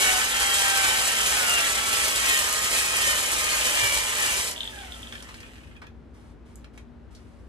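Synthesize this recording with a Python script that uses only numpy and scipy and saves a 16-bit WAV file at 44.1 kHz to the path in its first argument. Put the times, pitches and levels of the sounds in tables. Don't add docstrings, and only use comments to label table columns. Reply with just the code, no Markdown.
import sys
import numpy as np
from scipy import signal
from scipy.fft import rfft, irfft, next_fast_len
from scipy.io import wavfile

SR = 44100
rng = np.random.default_rng(int(sys.argv[2]) if len(sys.argv) > 2 else 0)


def file_out(sig):
    cols = np.atleast_2d(sig).T
    lim = np.clip(cols, -1, 1)
    pcm = np.round(lim * 32767).astype(np.int16)
    wavfile.write(sys.argv[1], SR, pcm)


N = 330285
T = np.arange(N) / SR
SIZE = next_fast_len(N + SR // 2, real=True)
FREQ = np.maximum(np.arange(SIZE // 2 + 1) * SR / SIZE, 1)

TEETH = 7
FULL_HZ = 606
OUT_S, EXIT_S, UNLOAD_S = 4.55, 0.075, 0.21

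# (bottom t/s, build-up of the drag t/s, load 0-1,
# bottom to mouth of the bore t/s, extra scrape at the mouth level/dB)
STROKES = [(0.099, 0.5545, 0.92, 0.46, 2.5), (0.85, .137, 0.56, 0.46, 4), (1.611, .175, 0.44, 0.43, 2),
           (2.357, 0.21, 0.89, 0.424, 4.5), (3.105, .125, .85, 0.61, 0), (3.862, 0.21, 1.0, 0.17, 0.5),
           (4.227, 0.0258, 0.98, 0.14, 2)]
# (f/Hz, phase by which left leads/rad, strength of the reflections' side part level/dB)
PAIR = [(40, 0, -6), (250, -.3, -1), (780, -2, 1), (1250, -1.1, 0), (1900, -2, 4), (2330, -1.2, 3),
        (2440, -2.7, 3), (2540, -2.4, 3), (2760, -5, 2), (2950, -4.6, 1), (3200, -5.1, -1), (3750, -5.1, 1),
        (4500, -7.7, 2), (6000, -8, 2), (6400, -7.4, 0), (7450, -8.2, 2), (7750, -6.3, -15),
        (11600, -6.3, -15), (12600, -3.6, 0)]


def mesh_rate():
    # (t/s, mesh rate without load f/Hz)
    trigger = [(0.0, 794.6), (0.5, 802), (1.2, 784), (1.7, 681.1), (2.6, 635.4), (3.4, 622.1), (4.5, 601.1)]
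    sag = .082
    lag_s, inertia_s = 0.03877, 0.07012
    off_s, brake_hz_per_s = 4.485, 424
    s, hz = np.transpose(trigger)
    free_hz = np.interp(T, s, hz)
    load = hone_load(T - lag_s)
    keep = np.exp(-1 / (inertia_s * SR))
    felt = load[0] + signal.lfilter([1 - keep], [1, -keep], load - load[0])
    slowing = brake_hz_per_s * np.maximum(T - off_s, 0)
    return np.maximum(free_hz * (1 - sag * felt) - slowing, 1e-3)


def hone_load(t, relax_s=.067):
    return sum(load * np.exp(-np.maximum(s - t, 0) / build_s - np.maximum(t - s, 0) / relax_s)
               for s, build_s, load, _, _ in STROKES)


def in_bore(fade_s):
    return np.clip((OUT_S - T) / fade_s, 0, 1)


def gear_whine(turns, mesh_hz, strain, jitter=0.016, trim_db=-4.0, runout=0.096):
    # (multiple of the mesh rate, level/dB, level/dB added at strain 1)
    gear_tones = [(1, -60.5, 9.5), (2, -55.5, 8), (3, -60.5, 26), (4, -55, 12), (5, -61.5, 18),
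                  (6, -57, 4.5)]
    cycles = TEETH * turns + jitter * walk(rate=250)
    contact = 1 + runout * np.cos(2 * np.pi * turns)
    tones = 0
    for k, db, load_db in gear_tones:
        tone_db = db + load_db * strain + shell_db(k * mesh_hz)
        tones = tones + tone(round(k) * cycles, k * mesh_hz, squealing(TEETH * round(k), tone_db))
    return in_bore(UNLOAD_S) * contact * tones * undb(trim_db)


def shell_db(hz):
    # (f/Hz, width f/Hz, lift at the centre level/dB)
    shell = [(809, 65, 24.5), (1444, 335, 20), (1943, 125, 3), (2340, 270, 6), (3000, 1230, 13.5)]
    return sum(db / (1 + (2 * (hz - centre) / width) ** 2) for centre, width, db in shell)


def squealing(order, db):
    # (t/s, half length t/s, multiple of motor speed,
    # level/dB)
    squeal_list = [(0.126, 0.068, 7, -27), (0.5, 0.2, 28, -26), (.92, .22, 28, -31.5), (.76, 0.3, 7, -31),
                   (0.765, 0.24, 14, -28), (1.208, .09, 28, -29), (1.5, 0.15, 7, -34),
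                   (1.555, 0.09, 28, -22.5), (1.9, 0.17, 14, -33), (2.1, .35, 24, -42),
                   (2.334, 0.08, 21, -24.5), (2.324, .07, 28, -26), (2.32, 0.14, 35, -34),
                   (2.358, 0.05, 42, -34), (2.6, .22, 14, -37), (2.9, .14, 28, -29), (3.08, 0.1, 21, -24.5),
                   (3.11, 0.072, 35, -28), (3.455, 0.1, 14, -34), (3.5, .25, 28, -32),
                   (3.74, .2, 35, -30.5), (3.884, 0.095, 28, -24), (3.8, 0.5, 7, -40),
                   (4.236, 0.025, 21, -27), (4.78, .09, 24, -49), (4.844, .04, 12, -45)]
    swell = sum(undb(peak_db) * np.exp(-((T - s) / half_s) ** 2)
                for s, half_s, k, peak_db in squeal_list if round(k) == order)
    return 20 * np.log10(np.hypot(undb(db), swell) + 1e-12)


def tone(cycles, hz, db, flutter_db=1.8, swirl=0.4):
    pair_hz, pair_lead, _ = np.transpose(PAIR)
    lead = swirl * walk(rate=9) + np.interp(hz, pair_hz, pair_lead)
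    sides = []
    for sign in (1, -1):
        gain = np.sqrt(2) * undb(db + flutter_db * walk(rate=42))
        sides.append(gain * np.sin(2 * np.pi * cycles + sign * lead / 2))
    return np.array(sides)


def chatter(turns, mesh_hz, gain, tooth_depth=0.42, pole_depth=0.63, slack_depth=0.45,
            loose=0.95, trim_db=-2):
    slow = np.clip(1 - mesh_hz / 560, 0, 1)
    tooth = 1 + tooth_depth * np.cos(2 * np.pi * TEETH * turns)
    pole = 1 + (pole_depth + slack_depth * slow) * np.cos(2 * np.pi * 2 * turns)
    rasp = grains(rate=7000, spread_db=2.5) * (1 - slow / 2)
    ticks = loose * np.sqrt(slow) * grains(rate=390, spread_db=2.4)
    ringing = housing((rasp + ticks) * tooth ** 2 * pole)
    return unit(ringing) * gain * undb(trim_db + 1.0 * walk(rate=45))


def housing(x, flicker_db=1.5):
    # (f/Hz, width f/Hz, level relative to each other/dB)
    box_modes = [(844, 160, -2.5), (1310, 200, -1), (1575, 110, 2), (1890, 170, 2), (2250, 200, -1),
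                 (2525, 350, 1), (3120, 400, -0.5), (3830, 710, -10.5)]
    out = 0
    for k, (hz, width, db) in enumerate(box_modes):
        gain = (-1) ** k * undb(db + flicker_db * walk(rate=32))
        out = out + gain * shape(x, resonance(hz, width))
    return out


def chatter_level(speed, strain):
    driven = undb(-31.5 + 4 * strain) * speed ** 1.55
    stall_speed = 0.03
    coasting = undb(-46) * speed ** 0.64 * np.minimum(speed / stall_speed, 1)
    return np.hypot(driven * in_bore(UNLOAD_S), coasting)


def armature(turns, mesh_hz, air_db=-46, jitter=0.004, flutter_db=3.2, coupling=0.3, coast_db=-8,
             speed_power=1.7):
    # (multiple of the motor speed, level/dB)
    motor_lines = [(12, -51), (24, -55), (36, -53)]
    speed = np.minimum(mesh_hz / FULL_HZ, 1)
    coasting = 1 - in_bore(EXIT_S)
    shaky = turns + jitter * (1 + coasting) * walk(rate=160)
    motor_hz = mesh_hz / TEETH
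    drive_db = 20 * speed_power * np.log10(speed) + coast_db * (coasting - .5)
    tones = 0
    for k, db in motor_lines:
        tone_db = db + drive_db + coupling * shell_db(k * motor_hz)
        tones = tones + tone(round(k) * shaky, k * motor_hz, squealing(round(k), tone_db), flutter_db)
    air_colour = colour([(100, -24.0), (450, -6.5), (620, -1.5), (1200, -19), (3000, -9.5), (12000, -39.5)])
    air = unit(shape(noise(), air_colour))
    return tones, air * undb(air_db) * speed ** 1.24


def hone(gain, catch_db=-13, ring_db=-0.5, squeak_db=-12, trim_db=1.0):
    # (f/Hz, width f/Hz, level against the broad scrape before ring_db/dB)
    wall_modes = [(1330, 18, -6), (3060, 30, -2), (3210, 45, 1.5), (3645, 36, -1), (3898, 16, -3),
                  (4348, 16, -3), (4925, 40, -3), (6380, 70, -4), (6950, 83, -2.5), (7730, 100, -7)]
    # (f/Hz, level/dB)
    scrape_colour = [(25, -10.5), (55, -0.5), (110, -6), (170, -13), (320, -5), (460, 0.5), (580, 3),
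                     (1200, -3.5), (2500, 0.5), (4500, 1.5), (6000, 3), (7300, 3), (7900, 4), (11800, -2),
                     (15500, -4.5)]
    pressure = undb(1.8 * walk(rate=130))
    slips = grains(rate=6000, spread_db=1.5) * pressure
    catches = undb(catch_db) * grains(rate=160, spread_db=3.0)
    scrape = shape(slips + catches, colour(scrape_colour))
    wall = sum(undb(db + ring_db + 3 * walk(rate=18)) * shape(scrape, resonance(hz, width))
               for hz, width, db in wall_modes)
    return (unit(scrape + wall) + undb(squeak_db) * squeaks()) * gain * undb(trim_db)


def squeaks(count=1300, spread_db=4):
    low_hz, high_hz = 1600, 3600
    mean_s, glide_spread = .04, .02
    out = np.zeros(N + SR)
    for (when, pitch, length), (glide, size) in zip(rng.random((count, 3)), rng.standard_normal((count, 2))):
        age = np.linspace(0, 1, int(mean_s * (.5 + length) * SR))
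        hz = low_hz * (high_hz / low_hz) ** pitch * (1 + glide_spread * glide * age)
        swell = np.sin(np.pi * np.sqrt(age)) ** 2
        squeak = swell * np.sin(2 * np.pi * np.cumsum(hz) / SR)
        start = int(when * N)
        out[start:start + len(age)] += undb(spread_db * min(size, 2)) * squeak
    return unit(out[:N])


def scrape_level(speed, strain, mouth_s=0.069, dip_db=-1, dip_s=0.043):
    stroke_db = 0
    for s, _, _, rise_s, db in STROKES:
        stroke_db = stroke_db + db * np.exp(-((T - s - rise_s) / mouth_s) ** 2)
        stroke_db = stroke_db + dip_db * np.exp(-((T - s - 1.2 * rise_s) / dip_s) ** 2)
    scraping = undb(-29 + 5 * strain + stroke_db) * speed ** 0.92
    swish = undb(-45.5) * speed ** 1.3
    return np.hypot(scraping * in_bore(EXIT_S), swish)


def ball_snaps():
    # (t/s, peak before the room level/dB, t60 of the burst t/s)
    snap_list = [(1.27, -15, .05), (1.4945, -12, .04), (2.34, -12, .07), (2.39, -9.5, .07),
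                 (2.527, -11, .014), (2.966, -11.5, .04), (3.318, -10, .01), (3.945, -11, .014),
                 (4.412, -12, .008)]
    ball = broad(hz=8400, width=1.3)
    return sum(knock(s, db, t60, ball) for s, db, t60 in snap_list)


def gear_ticks():
    # (t/s, peak before the room level/dB)
    backlash = [(4.562, -24), (4.5784, -22), (4.6055, -16.5), (4.632, -20.5), (4.653, -24), (4.6753, -20),
                (4.7593, -34), (4.7886, -31), (4.811, -32), (4.847, -34), (4.921, -24), (4.944, -31),
                (5.0295, -27), (5.0713, -30), (5.124, -27.5), (5.1538, -34), (5.1802, -32), (5.2046, -34)]
    # (f/Hz, width before squaring f/Hz, level/dB)
    gear_modes = [(3250, 340, 0.5), (3460, 340, -1)]
    gear = sum(undb(db) * resonance(hz, width) ** 2 for hz, width, db in gear_modes)
    return sum(knock(s, db, .005, gear) for s, db in backlash)


def chuck_rattles():
    # (t/s, peak before the room level/dB)
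    rattle_list = [(5.153, -29), (5.43, -34.5), (5.464, -37), (5.562, -46), (5.581, -42), (5.635, -42),
                   (5.672, -42), (5.765, -39), (5.868, -38)]
    # (f/Hz, width f/Hz, level/dB)
    chuck_modes = [(1750, 130, 1), (2500, 130, 2), (3240, 110, -4)]
    chuck = sum(undb(db) * resonance(hz, width) for hz, width, db in chuck_modes)
    return sum(knock(s, db, t60=0.025, response=chuck) for s, db in rattle_list)


def block_jolts():
    # (t/s, peak before the room level/dB, centre f/Hz)
    jolt_list = [(3.822, -33.5, 97.4), (3.947, -34, 51)]
    return sum(knock(s, db, t60=0.089, response=broad(hz, width=0.29)) for s, db, hz in jolt_list)


def handling_clicks():
    # (t/s, peak before the room level/dB, centre f/Hz, t60 of the burst t/s,
    # width before squaring as a share of the centre)
    click_list = [(5.124, -28, 1500, 0.049, 1.6), (5.225, -29, 1900, 0.025, 4.5),
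                  (5.288, -30, 1305, 0.06, 2.6), (5.342, -31.5, 1900, 0.035, 2.6),
                  (5.404, -32, 2580, 0.031, 1.6), (5.817, -32.5, 1000, 0.12, 1.4),
                  (6.557, -34.5, 8280, 0.0083, 0.56), (6.644, -34.5, 1750, 0.028, 1.6),
                  (6.777, -34, 1450, 0.029, 2.1), (7.149, -42.5, 4100, 0.09, 0.85)]
    return sum(knock(s, db, t60, broad(hz, width)) for s, db, hz, t60, width in click_list)


def rustle(attack_s=0.012, release_s=0.053, fade_db_per_s=25):
    # (t/s, length t/s, starting level before the room/dB)
    slide_list = [(6.133, 0.23, -60), (6.45, 0.22, -61.5), (6.728, 0.12, -61), (7.102, 0.6, -60)]
    gain = 0
    for s, length, db in slide_list:
        ramp = np.clip(np.minimum((T - s) / attack_s, (s + length - T) / release_s), 0, 1)
        gain = gain + ramp * undb(db - fade_db_per_s * np.maximum(T - s, 0))
    rub_colour = colour([(200, 5), (1000, 11.5), (3000, 3), (10000, -4), (14000, -15)])
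    return unit(shape(grains(rate=3400, spread_db=-0.5), rub_colour)) * gain


def background(width=0.58):
    # (f/Hz, level/dB)
    room_tone = [(20, -38.5), (40, -8.5), (58, -6), (80, -4.5), (120, -11.5), (170, -15), (245, -12),
                 (400, -18), (700, -26), (1500, -32.5), (4000, -46.5), (12000, -64)]
    # (f/Hz, level before the lean to the left/dB)
    hum_lines = [(59.2, -51.5), (237, -58)]
    mid, side = (unit(shape(noise(), colour(room_tone))) for _ in range(2))
    hum = 0
    for hz, db in hum_lines:
        gain = np.sqrt(2) * undb(db + 2 * walk(rate=8.3))
        hum = hum + gain * np.sin(2 * np.pi * hz * T + 1.2 * walk(rate=7))
    air = undb(-50.0) * (mid + width * np.array([side, -side]))
    return (air + hum) * undb([[1.2], [-1.2]])


def workshop(x, reflections_db, t60=0.16):
    # (f/Hz, level/dB)
    lean_curve = [(110, 5.5), (380, 0), (700, -3.5), (1290, -2.5), (2400, 1), (4400, -0.5), (8000, -0.7)]
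    hz, lead, width_db = np.transpose(PAIR)
    turn = np.exp(.5j * np.interp(FREQ, hz, lead))
    direct = shape(x, np.array([turn, 1 / turn]))
    shares = np.array([walk(rate=6) for _ in range(3)])
    shares /= np.linalg.norm(shares, axis=0)
    mid, side = sum(shape(x * share, reflections(t60)) for share in shares)
    side = shape(side, colour(np.transpose([hz, width_db])))
    wet = undb(reflections_db)
    both = direct + wet * np.array([mid + side, mid - side])
    lean = np.sqrt(colour(lean_curve))
    return shape(both, np.array([lean, 1 / lean])) / np.sqrt(1 + wet ** 2)


def reflections(t60):
    tails = np.array([burst(.003, t60) for _ in range(2)])
    return rfft(tails, SIZE) / np.sqrt(np.sum(tails ** 2))


def knock(s, db, t60, response):
    start, length = int(s * SR), SR // 4
    body = irfft(response, SIZE)[:length]
    x = signal.fftconvolve(burst(0, t60)[:length], body)[:length]
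    return np.pad(x * undb(db) / np.abs(x).max(), (start, N))[:N]


def burst(s, t60):
    age = np.maximum(T[:SR // 4] - s % (1 / SR), 0)
    start = int(s * SR)
    out = np.zeros(N + len(age))
    out[start:start + len(age)] = rng.standard_normal(len(age)) * np.exp(-np.log(1000) * age / t60)
    return out[:N]


def resonance(hz, width):
    return 1 / (1 + 1j * (FREQ ** 2 - hz ** 2) / (FREQ * width))


def broad(hz, width):
    return resonance(hz, width * hz) ** 2


def grains(rate, spread_db):
    size = undb(spread_db * np.minimum(rng.exponential(size=N), 5))
    return unit((rng.random(N) < rate / SR) * size * np.sign(noise()))


def walk(rate):
    knots = rng.standard_normal(4096)
    return 1.2 * np.interp(T * rate, np.arange(len(knots)), knots)


def noise():
    return rng.standard_normal(N)


def colour(points):
    hz, db = np.transpose(points)
    return undb(np.interp(np.log(FREQ), np.log(hz), db))


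def shape(x, response):
    return irfft(rfft(x, SIZE) * response, SIZE)[..., :N]


def undb(db):
    return 10 ** (np.asarray(db) / 20)


def unit(x):
    return x / np.sqrt(np.mean(x ** 2))


def scene(strain_power=0.51):
    mesh_hz = mesh_rate()
    strain = hone_load(T) ** strain_power
    turns = np.cumsum(mesh_hz) / TEETH / SR
    speed = mesh_hz / FULL_HZ
    motor_tones, fan_air = armature(turns, mesh_hz)
    whine = gear_whine(turns, mesh_hz, strain) + motor_tones
    rasp = chatter(turns, mesh_hz, chatter_level(speed, strain))
    drill = workshop(rasp + fan_air, reflections_db=1.0)
    bore = workshop(hone(scrape_level(speed, strain)), reflections_db=-2.5)
    knocks = ball_snaps() + gear_ticks() + chuck_rattles() + block_jolts() + handling_clicks()
    handling = workshop(knocks + rustle(), reflections_db=-3.0)
    return whine + drill + bore + handling + background()


def record(dry):
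    shared = dry.mean(axis=0)
    dulled = dry - shared + shape(shared, colour([(12600, 0.0), (13600, -27.0)]))
    return signal.sosfilt(signal.ellip(10, .2, 80, 15900, fs=SR, output="sos"), dulled)


dry = scene()
out = record(dry)
file_out(out)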